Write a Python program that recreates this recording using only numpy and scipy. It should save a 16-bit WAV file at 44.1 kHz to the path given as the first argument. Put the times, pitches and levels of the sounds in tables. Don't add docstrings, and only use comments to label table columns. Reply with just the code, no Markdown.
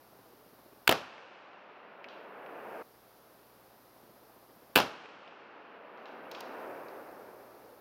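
import sys
import numpy as np
from scipy import signal
from scipy.fft import rfft, irfft, next_fast_len
from scipy.io import wavfile
from scipy.ndimage import uniform_filter1d, minimum_filter1d

SR = 44100
rng = np.random.default_rng(int(sys.argv[2]) if len(sys.argv) > 2 else 0)


def put_to_file(sound):
    columns = np.atleast_2d(sound).T
    safe = np.clip(columns, -1, 1)
    whole_steps = np.round(safe * 32767)
    wavfile.write(sys.argv[1], SR, whole_steps.astype(np.int16))


N = 344057
TIME = np.arange(N) / SR
OVERLOAD_DB = 42.5


def undb(db):
    return 10 ** (np.asarray(db) / 20)

def curve_at(points, hz):
    f, value = np.transpose(points)
    return np.interp(np.log(np.maximum(hz, 1)), np.log(f), value)

def noise(colour, size):
    eq = undb(curve_at(colour, np.fft.rfftfreq(size, 1 / SR)))
    x = irfft(rfft(rng.standard_normal(size)) * eq, size)
    return x / x.std()

def ring(x, modes):
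    return sum(undb(db) * signal.lfilter(*signal.iirpeak(min(hz, SR / 2 - 1), hz / width, SR), x)
               for hz, width, db in modes)

def band(x, hz, width):
    mode = [(hz, width, 0)]
    return ring(ring(x, mode), mode)

def lowpass(x, hz, order=2):
    return signal.sosfilt(signal.butter(order, min(hz, SR / 3), fs=SR, output="sos"), x)

def burst(x):
    return x * np.sqrt(.003 * SR / np.sum(x ** 2))

def add(out, s, x):
    i = int(s * SR)
    out[i:i + len(x)] += x[:N - i]


# (frequency [Hz], level [dB])
AIR_COLOUR = [(25, -14), (60, -13), (120, -8), (200, -3), (400, 0.5), (750, -0.5), (1300, -5.5),
              (2100, -14), (3200, -17.5), (5000, -16.5), (7700, -27.5), (11000, -17), (13500, -13.5),
              (16000, -19.5)]

def still_air(level_db=-59.5):
    return undb(level_db) * noise(AIR_COLOUR, next_fast_len(N))[:N]


# (frequency [Hz], rms level [dB])
HUM_PARTIALS = [(59.2, -83), (118.4, -77.5)]

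def camera_hum():
    return sum(undb(db) * np.sqrt(2) * np.sin(2 * np.pi * hz * TIME) for hz, db in HUM_PARTIALS)


# (start [s], end [s], level [dB])
KNOCK_SPELLS = [(0.122, .75, -53), (3.958, 4.73, -52.5)]

def camera_knocks(per_s=15, centre_hz=342, spread_octaves=.26, spread_db=1.41, rise_s=.004, decay_s=.011):
    out, t = np.zeros(N), TIME[:SR // 10]
    for start, end, db in KNOCK_SPELLS:
        for s in np.arange(start, end, 1 / per_s):
            weight, pitch = rng.standard_normal(2)
            push = rng.standard_normal(len(t)) * (1 - np.exp(-t / rise_s)) * np.exp(-t / decay_s)
            knock = burst(band(push, centre_hz * 2 ** (spread_octaves * pitch), width=550))
            add(out, s, undb(db + spread_db * weight) * knock)
    return out


# (frequency [Hz], width [Hz], level [dB])
CASE_MODES = [(1540, 270, -3), (2680, 820, 5.5), (4264, 1100, -4), (13200, 3600, -2.5), (14380, 1000, 0.5)]

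def shock_front(body_hz, ring_db, scatter_s, edge_db, scatter_db=0):
    t = TIME[:SR // 20]
    age = 2 * np.pi * body_hz * t
    shock = (1 - age) * np.exp(-age)
    scatter = burst(rng.standard_normal(len(t)) * np.exp(-t / scatter_s))
    paths = burst(1. * (t == 0)) + undb(scatter_db) * scatter
    wave = signal.fftconvolve(shock, paths)[:len(t)]
    body = lowpass(wave + ring(wave, [(body_hz, body_hz, 3)]), hz=5800, order=4)
    edge = np.diff(burst(shock) + undb(-7) * burst(wave), prepend=0)
    case = ring(wave, CASE_MODES)
    return burst(burst(body) + undb(edge_db) * burst(edge) + undb(ring_db) * burst(case))


# (time [s], forest cut-off [s], blast level [dB re overload], body [Hz],
# yard send [dB], yard build-up [s], forest send [dB], forest boom EQ [dB])
PISTOL_SHOTS = [(0.8769, 2.828, -3, 1100, -12, 0.031, -62, -2),
                (4.7587, 7.896, -1.5, 772.5, -12, .022, -61.5, -0.5)]

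def blasts(cap_lead_s=.0033, cap_db=-22, ground_lag_s=.0019, ground_db=-9.5):
    out = np.zeros(N)
    for s, _, db, body_hz, *_ in PISTOL_SHOTS:
        cap = shock_front(body_hz=2500, ring_db=-5.5, scatter_s=.0015, edge_db=-10)
        muzzle = shock_front(body_hz, ring_db=8.5, scatter_s=.0014, edge_db=-9.5)
        ground = shock_front(body_hz, ring_db=-1, scatter_s=.0016, edge_db=-9.5)
        add(out, s - cap_lead_s, undb(db + cap_db) * cap)
        add(out, s, undb(db) * muzzle)
        add(out, s + ground_lag_s, undb(db + ground_db) * ground)
    return out


# (time [s], level [dB re overload], body [Hz], edge [dB re body], ground bounce [dB re slap])
FENCE_SLAPS = [(0.8927, -5.5, 480.6, -8.5, -4.5), (0.9127, -16, 800, -10.5, -1.5),
               (0.925, -12.5, 800, -18, -18), (4.7646, -11, 402, -11, 3), (4.7746, -10.5, 760, -17, -1),
               (4.7865, -12, 743, -25, -16.5), (4.8021, -17, 750, -20, -13)]

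def fence_slaps(bounce_lag_s=.0033, ring_loss_db_per_s=319):
    out = np.zeros(N)
    for s, db, hz, edge_db, bounce_db in FENCE_SLAPS:
        detour_s = min(abs(s - shot[0]) for shot in PISTOL_SHOTS)
        ring_db = 2.5 - ring_loss_db_per_s * detour_s
        slap = shock_front(hz, ring_db, scatter_s=.0016, edge_db=edge_db, scatter_db=2)
        bounce = shock_front(.95 * hz, ring_db - 2.5, scatter_s=.002, edge_db=edge_db - 5.5, scatter_db=2)
        add(out, s, undb(db) * slap)
        add(out, s + bounce_lag_s, undb(db + bounce_db) * bounce)
    return out


# (frequency [Hz], level [dB])
PLANK_COLOUR = [(30, -24), (70, -11.5), (150, -2), (280, -1), (750, 0.5), (1500, -3), (2000, -12),
                (2700, -5.5), (4000, -12.5), (5500, -16), (8000, -31), (13000, -30.5), (16000, -44.5)]

def yard_scatter(t, build_s, t60=.2491, grain_db=1.5):
    steps = np.repeat(rng.standard_normal(len(t)), SR // 300)[:len(t)]
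    grain = uniform_filter1d(steps, SR // 600)
    build_up = 1 - np.exp(-(t / build_s) ** 2)
    return noise(PLANK_COLOUR, len(t)) * undb(grain_db * grain - 60 * t / t60) * build_up


# (frequency [Hz], level [dB])
TREE_COLOUR = [(30, -39), (80, -17.5), (150, -10), (250, -4), (520, -0.5), (900, 0), (1500, -1.5),
               (2050, -7.5), (2700, -3.5), (3600, -11.5), (5500, -17.5), (8000, -32), (15000, -45.5)]
# (frequency [Hz], loss [dB/s])
FOREST_DAMPING = [(100, 15.5), (200, 10), (450, 6.5), (1000, 10.5), (2000, 12), (3000, 19), (5000, 25.5),
                  (8000, 40), (15000, 62)]

def forest_echo(t, boom_db, onset_s=.06, grain_db=.77, boom_hz=321, boom_octaves=.47, rim_db=4.5, rim_s=.75):
    size = next_fast_len(len(t))
    hz = np.fft.rfftfreq(size, 1 / SR)
    trunks = rng.standard_normal(size)
    trunks *= undb(grain_db * np.repeat(rng.standard_normal(size // 64 + 1), 64)[:size])
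    boom_bell = np.exp(-(np.log2(np.maximum(hz, 1) / boom_hz) / boom_octaves) ** 2)
    spectrum = rfft(trunks) * undb(curve_at(TREE_COLOUR, hz) + boom_db * boom_bell)
    spectrum /= irfft(spectrum, size).std()
    centres = np.geomspace(100, 16000, 16)
    tail = 0
    for centre, share in zip(centres, np.eye(len(centres))):
        echoes = irfft(spectrum * curve_at(np.c_[centres, share], hz), size)[:len(t)]
        tail += echoes * undb(-curve_at(FOREST_DAMPING, centre) * t)
    spreading = t ** 2 / (t ** 3 + onset_s ** 3)
    rim = undb(rim_db * np.exp(-t / rim_s))
    return tail * spreading * rim

def shot_tails(fade_s=.004):
    out = np.zeros(N)
    for s, end, _, _, yard_db, build_s, forest_db, boom_db in PISTOL_SHOTS:
        t = TIME[:int((end - s) * SR)]
        fade = np.minimum((t[-1] - t) / fade_s, 1)
        add(out, s, undb(yard_db) * yard_scatter(t, build_s))
        add(out, s, undb(forest_db) * forest_echo(t, boom_db) * fade)
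    return out


# (time [s], level [dB re overload], centre [Hz])
FAR_RETURNS = [(1.18, -51, 2000), (5.058, -48.5, 1920), (5.2768, -57.5, 2680)]

def far_knocks(decay_s=.0014):
    out, t = np.zeros(N), TIME[:SR // 20]
    for s, db, hz in FAR_RETURNS:
        knock = band(rng.standard_normal(len(t)) * np.exp(-t / decay_s), hz, width=1100)
        add(out, s, undb(db) * burst(lowpass(knock, hz=5000)))
    return out


# (frequency [Hz], width [Hz], level [dB])
LOCK_MODES = [(1603, 600, 1.5), (2590, 493, 18), (3160, 390, 1), (3810, 450, 2.5), (4585, 120, 1),
              (5260, 98, 4), (5800, 93, -3)]

def steel_click(hz, snap_db, echo_db, scrape_s=.00245, snap_s=.00178, echo_t60=.65, detune=.024):
    t = TIME[:SR // 3]
    scrape, snap, echo = rng.standard_normal((3, len(t)))
    contact = burst(1. * (t == 0)) + undb(-2) * burst(scrape * np.exp(-t / scrape_s))
    echo *= undb(-60 * t / echo_t60)
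    modes = [(f * (1 + detune * rng.standard_normal()), width, db) for f, width, db in LOCK_MODES]
    steel, echo = (burst(lowpass(band(ring(push, modes), hz, width=hz), hz=6500, order=4))
                   for push in (contact, echo))
    snap = burst(band(snap * np.exp(-t / snap_s), hz=12500, width=6500))
    return steel + undb(snap_db) * snap + undb(echo_db) * echo


# (time [s], level [dB], centre [Hz], echo send [dB])
HANDLING_TAPS = [(2.0431, -22.5, 1950, -9), (2.0863, -33, 3420, 4.5), (2.4626, -42, 1600, -1),
                 (5.9745, -48, 4500, 3.5), (6.057, -37.5, 3610, 3.5), (6.8846, -55.5, 4600, -5)]

def handling():
    out = np.zeros(N)
    for s, db, hz, echo_db in HANDLING_TAPS:
        add(out, s, undb(db) * steel_click(hz, snap_db=-37, echo_db=echo_db))
    return out


# (time [s], level [dB], centre [Hz], bright snap [dB], echo send [dB])
HAMMER_NOTCHES = [(6.3144, -39.5, 4950, -5.5, -4), (6.3487, -38, 4080, -28, -2),
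                  (6.406, -41.5, 5700, -3, -15)]

def cocking(seat_lag_s=.0029, seat_db=1.5, seat_snap_db=-14):
    out = np.zeros(N)
    for s, db, hz, snap_db, echo_db in HAMMER_NOTCHES:
        add(out, s, undb(db) * steel_click(hz, snap_db, echo_db))
        add(out, s + seat_lag_s, undb(db + seat_db) * steel_click(hz, snap_db + seat_snap_db, echo_db))
    return out


def scene():
    air = still_air()
    gunfire = undb(OVERLOAD_DB) * (blasts() + fence_slaps() + far_knocks() + shot_tails())
    return (air + gunfire + handling() + cocking() + camera_hum() + camera_knocks())[None]

def record(dry, ceiling_db=-7, recovery_db_per_s=26.5, low_cut_hz=35, top_hz=16000):
    saturated = undb(OVERLOAD_DB) * np.tanh(dry[0] / undb(OVERLOAD_DB))
    peak = -minimum_filter1d(-np.abs(saturated), size=SR // 140)
    excess_db = np.maximum(20 * np.log10(peak + 1e-12) - ceiling_db, 0)
    recovery_db = recovery_db_per_s * TIME
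    duck_db = np.maximum.accumulate(excess_db + recovery_db) - recovery_db
    ducked = saturated * undb(-duck_db)
    thinned = signal.lfilter(*signal.butter(1, low_cut_hz, "high", fs=SR), ducked)
    return signal.sosfilt(signal.ellip(10, .2, 75, top_hz, fs=SR, output="sos"), thinned)[None]


dry = scene()
out = record(dry)
put_to_file(out)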